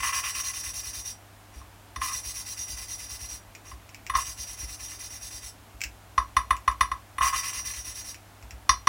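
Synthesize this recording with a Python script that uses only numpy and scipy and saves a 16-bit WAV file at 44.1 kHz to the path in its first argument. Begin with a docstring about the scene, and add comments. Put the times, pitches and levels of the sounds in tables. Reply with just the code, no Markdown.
"""A small workshop, one microphone close to the bench, where a valve is lapped in an aluminium cylinder head.
A suction stick is rolled between the palms, and each half turn drags abrasive paste over the seat:
fresh grit crunches, then wears to a fine hiss that rings the casting. Between passes the valve is
lifted and tapped back on its seat. The rubber cup ticks, the bench thuds, and the room hums behind."""
import sys
import numpy as np
from scipy import signal
from scipy.fft import rfft, irfft
from scipy.io import wavfile
from scipy.ndimage import uniform_filter1d

SR = 44100
rng = np.random.default_rng(int(sys.argv[2]) if len(sys.argv) > 2 else 0)


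def waveform_to_disk(signal):
    """Save audio, clipped to [-1, 1], as 16-bit WAV at the path in sys.argv[1]."""
    frames = np.transpose(np.atleast_2d(signal))
    scaled = np.clip(frames, -1, 1) * 32767
    samples = np.round(scaled).astype(np.int16)
    wavfile.write(sys.argv[1], SR, samples)


N = 391608
TIME = np.arange(N) / SR
RING_TIME = TIME[:SR // 2]
HALF_TURN_S = 0.104


def lapping(registers, lead_s=0.0097, grip=3.3, turn_db=-16, port_db=-13, port_share=0.62):
    """Close up, the valve speeds up and stops once a stroke; the grit it crushes excites the head."""
    start, length, accent = strokes().T
    start = start - lead_s
    stroke = np.maximum(np.searchsorted(start, TIME, side="right") - 1, 0)
    phase = np.clip((TIME - start[stroke]) / length[stroke], 0, 1)
    # the palms push early in some strokes and late in others
    skew = np.exp(0.27 * rng.standard_normal(len(start)))
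    speed = np.sin(np.pi * phase ** skew[stroke]) ** 2
    friction = (np.tanh(grip * speed) + undb(turn_db)) * (phase < 1)
    # uneven paste makes the valve catch and slip
    catch = friction * undb(0.39 * wander(70))
    # coarse grains bite as soon as the valve turns and thin out along the stroke
    bite = np.tanh(7 * speed) * undb(-5 * phase)
    coarse = grit(per_second=800, spread_db=3.0) * bite * undb(2.0 * wander(150))
    fine = grit(per_second=4000, spread_db=3.0) * catch
    pressure_db, fresh_db = paste()
    stroke_db = accent + 0.5 * rng.standard_normal(len(start))
    force = undb(pressure_db + stroke_db[stroke])
    crunch = coarse * undb(-47 + fresh_db)
    # only big, fresh grains jolt the valve enough to sound the port
    hollow = crunch * undb(port_db + port_share * fresh_db)
    rasp = fine * undb(-38 + 0.31 * fresh_db)
    hiss = fine * undb(-41.5 + 0.32 * fresh_db)
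    drives = hollow, crunch, rasp, hiss
    return sum(convolve(force * drive, register) for drive, register in zip(drives, registers))


def grit(per_second, spread_db):
    """Grains crack at random moments, a few much larger than the rest."""
    cracks = rng.random(N) < per_second / SR
    size = undb(spread_db * np.minimum(rng.exponential(size=N), 4))
    return unit(cracks * size * rng.choice([-1, 1], N))


# spells of rolling the stick; a very short one just turns the valve to a new place:
# start t/s, end t/s, mid-spell lag/s, hand pressure/dB, easing off/(dB/s), fresh grit/dB, crush time/s
SPELLS = [(-0.075, 1.135, 0.0033, 0.74, 2.5, 17, 0.61), (1.531, 1.628, 0, -23.5, 6, 10, 0.24),
          (2.007, 3.393, 0.018, 1.24, 5, 4.5, 0.2), (3.648, 3.76, 0, -20.5, 4, 12.5, 0.3),
          (4.142, 5.516, 0.004, -3.5, 1.4, 18, 0.11), (7.209, 8.141, 0.015, 0.23, 5.5, 17, 0.41)]

def strokes(push_db=0.45):
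    """Half turns, slow then quicker, the push stronger than the return: start t/s, length/s, accent/dB."""
    rows = []
    for start, end, lag, *_ in SPELLS:
        count = max(round((end - start) / HALF_TURN_S), 1)
        progress = np.arange(count + 1) / count
        turns = start + (end - start) * progress + lag * np.sin(np.pi * progress)
        rows += zip(turns[:-1], np.diff(turns), push_db * (-1) ** np.arange(count))
    return np.array(rows)


def paste():
    """Hand pressure and the extra level of uncrushed grit, in dB: each spell starts fresh and wears down."""
    start, _, _, pressure, easing, fresh, crush_s = np.transpose(SPELLS)
    spell = np.maximum(np.searchsorted(start - HALF_TURN_S, TIME) - 1, 0)
    age = TIME - start[spell]
    uncrushed = np.exp(-(age / crush_s[spell]) ** 2)
    return pressure[spell] - easing[spell] * age, fresh[spell] * uncrushed


# modes of the air in the port and chamber: f/Hz, width/Hz before width_scale, relative level/dB
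PORT_MODES = [(1008, 38, -13.5), (1049, 33, -12), (1069, 25, -2), (1099, 32, -10), (1194, 128, -17),
              (1301, 30, -16), (1648, 58, -20), (1810, 72, -14), (1972, 41, -7), (2051, 39, -12),
              (2314, 117, -16), (2520, 151, -14), (2925, 80, -13)]
# modes of the valve and casting, same columns
METAL_MODES = [(3612.0, 37.0, -16.8), (4196.0, 19.0, -7.1), (4769.0, 24.0, -11.3), (4859.0, 22.0, -11.4),
               (5349.0, 34.0, -8.9), (5549.0, 17.0, -6.2), (5780.0, 24.0, 2.0), (6215.0, 20.0, -5.8),
               (6451.0, 35.0, -8.2), (7199.0, 30.0, -19.9), (7465.0, 29.0, -13.5), (7611.0, 17.0, -11.9),
               (7905.0, 17.0, -8.4), (8024.0, 20.0, -16.1), (8197.0, 22.0, -13.5), (8662.0, 34.0, -10.5),
               (8822.0, 32.0, -11.4), (8937.0, 24.0, -14.7), (9257.0, 19.0, -13.5), (9410.0, 22.0, -5.0),
               (9634.0, 22.0, -13.3), (9713.0, 18.0, -9.3), (9955.0, 31.0, -9.1), (10269.0, 21.0, -14.7),
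               (10349.0, 23.0, -9.5), (10585.0, 27.0, -14.4), (10861.0, 29.0, -9.8), (11141.0, 20.0, -13.8),
               (13928.0, 22.0, -18.8), (14870.0, 23.0, -16.7), (15563.0, 22.0, -18.5)]
# dense weak modes of the cooling fins: f/Hz, relative level/dB
FIN_SPECTRUM = [(500, -25), (780, -37), (1150, -9), (1500, -37), (1800, -20.5), (2500, -25.5), (3200, -26),
                (3900, -23), (4600, -25.5), (5700, -19.5), (6400, -31), (7200, -36), (10000, -16.5),
                (11800, -31), (13000, -25.5), (15300, -24.5)]
# borders of the port note, clack, ring and ping registers: f/Hz
REGISTER_EDGES = [660, 1500, 3300, 7000, 18000]

def cylinder_head(drive_spectrum=((1000, 0),), fins_db=0, width_scale=0.68):
    """The head's response at the seat, split into four registers of unit energy each."""
    drive_hz, drive_db = np.transpose(drive_spectrum)
    modes = list(PORT_MODES) + list(METAL_MODES)
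    # neighbouring modes swing in opposite directions, except the close trio of the port note
    signs = -(-1) ** np.arange(len(modes))
    signs[1:4] = 1
    fins = [(hz, db + np.interp(hz, drive_hz, drive_db)) for hz, db in FIN_SPECTRUM]
    response = undb(fins_db) * tail(fins, t60=0.051)
    for sign, (hz, width, db) in zip(signs, modes):
        response += sign * ring([(hz, width_scale * width, db + np.interp(hz, drive_hz, drive_db))])
    parts = [band(response, lo, hi) for lo, hi in zip(REGISTER_EDGES, REGISTER_EDGES[1:])]
    return [part / np.sqrt(np.sum(part ** 2)) for part in parts]


# how the whole valve face drives the modes, against a single grain: f/Hz, level/dB
FACE_SPECTRUM = [(1000, 0.5), (2400, -4), (3000, -7), (3600, 6.5), (4200, 3.5), (5800, 2.5), (6300, -3),
                 (7500, -10), (10500, 4.5), (15000, -3.5)]
# the valve lands on its seat: t/s, level/dB, hardness/dB, extra metal ring/dB
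LANDINGS = [(1.613, -41, -9, -2), (1.96, -28, 6, 6), (2.015, -19.5, 2, -4), (3.714, -34.5, 1, -2),
            (4.097, -19.5, 4, -4), (4.151, -10.5, -4.5, 10), (6.178, -8, -4.5, 2.5), (6.366, -8, 0.5, 0.5),
            (6.506, -8.5, 0, -7.5), (6.677, -8, -2.5, -2.5), (6.808, -8.5, 3, 1), (6.915, -16.5, -2.5, -1),
            (7.182, -20.5, 5, -17), (7.208, -11.5, -15, 7), (8.692, -7, 2, 12.5), (8.871, -6.5, 1, 7)]

def valve_knocks(registers, port_db=-10, clack_db=-20, ring_db=-28, ping_db=-30, ping_growth=1.6):
    """Each landing strikes the head; a harder one is brighter, and some leave the metal freer to ring."""
    out = np.zeros(N)
    attack = SR // 50
    voices = [register / np.sqrt(np.mean(register[:attack] ** 2)) for register in registers]
    for s, db, hard, free in LANDINGS:
        levels = [port_db, clack_db + hard, ring_db + hard + free, ping_db + ping_growth * hard]
        add(out, s, undb(db) * undb(levels) @ voices)
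    return out


# the valve skips round its seat before it settles: t/s, length/s, level/dB
SKIPS = [(0.023, 0.08, -35), (2.017, 0.11, -36), (4.136, 0.05, -27.5), (7.215, 0.059, -21),
         (7.321, 0.028, -22.5)]

def valve_chatter(registers, per_second=170, clack_db=-13):
    """Quick, uneven little bounces keep the port note ringing."""
    port, clack = registers[:2]
    bounces = np.zeros(N)
    for s, length, db in SKIPS:
        count = int(length * per_second) + 1
        late, weak = rng.random((count, 2)).T
        times = s + (np.arange(count) + 0.696 * late) / per_second
        bounces[(times * SR).astype(int)] = undb(db - 6.2 * weak) * np.sqrt(SR / per_second)
    return convolve(bounces, port + undb(clack_db) * clack)


# the cup slips on the valve face: t/s, level/dB
CUP_SLIPS = [(3.551, -30), (3.8921, -34.5), (3.946, -28.5), (4.0662, -24.5), (5.807, -26), (5.816, -16.5),
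             (5.8377, -13.5), (6.567, -29.5), (6.7147, -29), (7.7374, -26), (8.145, -28), (8.426, -37),
             (8.5085, -26.5)]
# short resonances of the cup: f/Hz, width/Hz, relative level/dB
CUP_MODES = [(2520, 480, 5.5), (5650, 700, -1), (7100, 1000, -5), (14500, 2500, -15)]

def rubber_cup(gain_db=-0.5, peel_db=-23, peel_s=0.012, click_db=-21, creak_delay_s=0.022):
    """Rubber lets go of oily steel: a snap and a brief peeling crackle ring the cup."""
    out = np.zeros(N)
    t = RING_TIME[:SR // 10]
    body = band(ring(CUP_MODES)[:len(t)], 1800, 17000, order=3)
    # the cup also creaks each time the twist reverses, louder under more pressure
    reversals = strokes()[:, 0]
    pressure_db = np.interp(reversals, TIME, paste()[0])
    creak_db = -33.5 + pressure_db + 2.5 * rng.standard_normal(len(reversals))
    ticks = list(CUP_SLIPS) + list(zip(reversals + creak_delay_s, creak_db))
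    releases = undb(peel_db) * rng.standard_normal((len(ticks), len(t))) * np.exp(-t / peel_s)
    releases[:, 0] = 1  # the snap ahead of the crackle
    clicks = undb(click_db) * band(releases, 800, 14000, order=2)
    for (s, db), release, click in zip(ticks, releases, clicks):
        snap = convolve(release, body) + click
        add(out, s, undb(db + gain_db) * snap / np.abs(snap).max())
    return out


# modes of the bench top: f/Hz, width/Hz, relative level/dB
BENCH_MODES = [(58, 7.9, 8.5), (67.2, 5.6, -1)]
# the hands lean on the bench: t/s, peak level/dB
HAND_BUMPS = [(1.609, -44), (1.971, -32.5), (2.73, -37.5), (3.73, -40), (4.631, -33), (5.742, -39),
              (5.852, -36), (8.43, -39), (8.531, -35.5)]

def bench(stroke_db=-43, scatter_db=3, knock_db=-20, rumble_db=-59):
    """Under the head, the bench thuds at every stroke, landing and shift of the hands, over a low rumble."""
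    boards = tail([(90, -56), (150, -26.5), (300, -21.0), (500, -26), (900, -70)], t60=0.21)
    thud = band(ring(BENCH_MODES) + boards, 41.5, 416, order=3)
    thud = thud / np.abs(thud).max()
    out = unit(band(rng.standard_normal(N), 37, 80, order=3)) * undb(rumble_db)
    for s, *_ in strokes():
        add(out, s + 0.032, undb(stroke_db + scatter_db * rng.standard_normal()) * thud)
    for s, db, *_ in LANDINGS:
        add(out, s, undb(db + knock_db) * thud)
    for s, db in HAND_BUMPS:
        add(out, s, undb(db) * thud)
    return out


# reflections off nearby surfaces: delay t/s, level/dB
REFLECTIONS = [(0.022, -24.5), (0.0447, -22.5)]

def room(direct):
    """The direct sound reaches the microphone first, then two dull echoes and a short diffuse tail."""
    echoes = np.zeros(len(RING_TIME))
    for s, db in REFLECTIONS:
        add(echoes, s, undb([db]))
    response = band(echoes, 200, 5200, order=1)
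    add(response, .008, tail([(200, 3), (1000, -8.5), (5000, -12.5), (15000, -9.5)], t60=0.18))
    return direct + convolve(direct, response)


# workshop air: f/Hz, relative level/dB
AIR_SPECTRUM = [(71, -43), (120, -4), (128, -10.5), (251, -8.5), (483, -14), (698, -8), (3050, -19.5),
                (4600, -23), (12000, -25.5), (16000, -29)]
# mains hum: f/Hz, rms level/dB
MAINS_HUM = [(100, -56), (300, -70)]

def room_tone(air_db=-53.5):
    """Steady air noise and mains hum, far in the background."""
    hum = sum(undb(db) * np.sqrt(2) * np.sin(2 * np.pi * hz * TIME) for hz, db in MAINS_HUM)
    return hum + unit(colour(rng.standard_normal(N), AIR_SPECTRUM)) * undb(air_db)


def ring(modes):
    """Impulse response of damped resonances: f/Hz, width/Hz, level/dB."""
    t = RING_TIME
    return sum(undb(db) * 2 * np.pi * width / SR * np.exp(-np.pi * width * t) * np.sin(2 * np.pi * hz * t)
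               for hz, width, db in modes)


def tail(spectrum, t60):
    """Countless overlapping resonances: a coloured wash that falls 60 dB in t60 seconds."""
    fade = np.exp(-np.log(1000) * RING_TIME / t60)
    return colour(rng.standard_normal(len(fade)), spectrum) * fade / np.sqrt(np.sum(fade ** 2))


def wander(rate_hz):
    """Smooth random drift with spread near 1."""
    hold = max(int(SR / rate_hz), 1)
    steps = np.repeat(rng.standard_normal(N // hold + 1), hold)
    return np.sqrt(3 / 2) * uniform_filter1d(steps, hold)[:N]


def colour(x, spectrum):
    """Filter along a curve of points: f/Hz, level/dB."""
    hz, db = np.transpose(spectrum)
    f = np.maximum(np.fft.rfftfreq(len(x), 1 / SR), 1)
    return irfft(rfft(x) * undb(np.interp(np.log(f), np.log(hz), db)), len(x))


def band(x, lo_hz, hi_hz, order=4):
    """Causal band-pass."""
    sos = signal.butter(order, [lo_hz, min(hi_hz, .48 * SR)], "bandpass", fs=SR, output="sos")
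    return signal.sosfilt(sos, x)


def convolve(x, response):
    """Play x through an impulse response."""
    return signal.fftconvolve(x, response)[:len(x)]


def add(out, s, sound):
    """Mix a sound in at time s."""
    i = max(int(s * SR), 0)
    out[i:i + len(sound)] += sound[:max(len(out) - i, 0)]


def undb(db):
    """Decibels to gain."""
    return 10 ** (np.asarray(db) / 20)


def unit(x):
    """Scale to rms 1."""
    return x / np.sqrt(np.mean(x ** 2))


def scene():
    """From beside the bench, in mono: scrapes, knocks and ticks in the room, over thuds and room tone."""
    scraped = cylinder_head(fins_db=1.5)
    struck = cylinder_head(FACE_SPECTRUM, fins_db=-3.0)
    work = lapping(scraped) + valve_chatter(struck) + valve_knocks(struck) + rubber_cup()
    return (room(work) + bench() + room_tone())[None]


def record(dry):
    """The camera's microphone channel cuts off steeply above 15.9 kHz."""
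    return signal.sosfilt(signal.ellip(10, .2, 80, 15900, fs=SR, output="sos"), dry)


dry = scene()
out = record(dry)
waveform_to_disk(out)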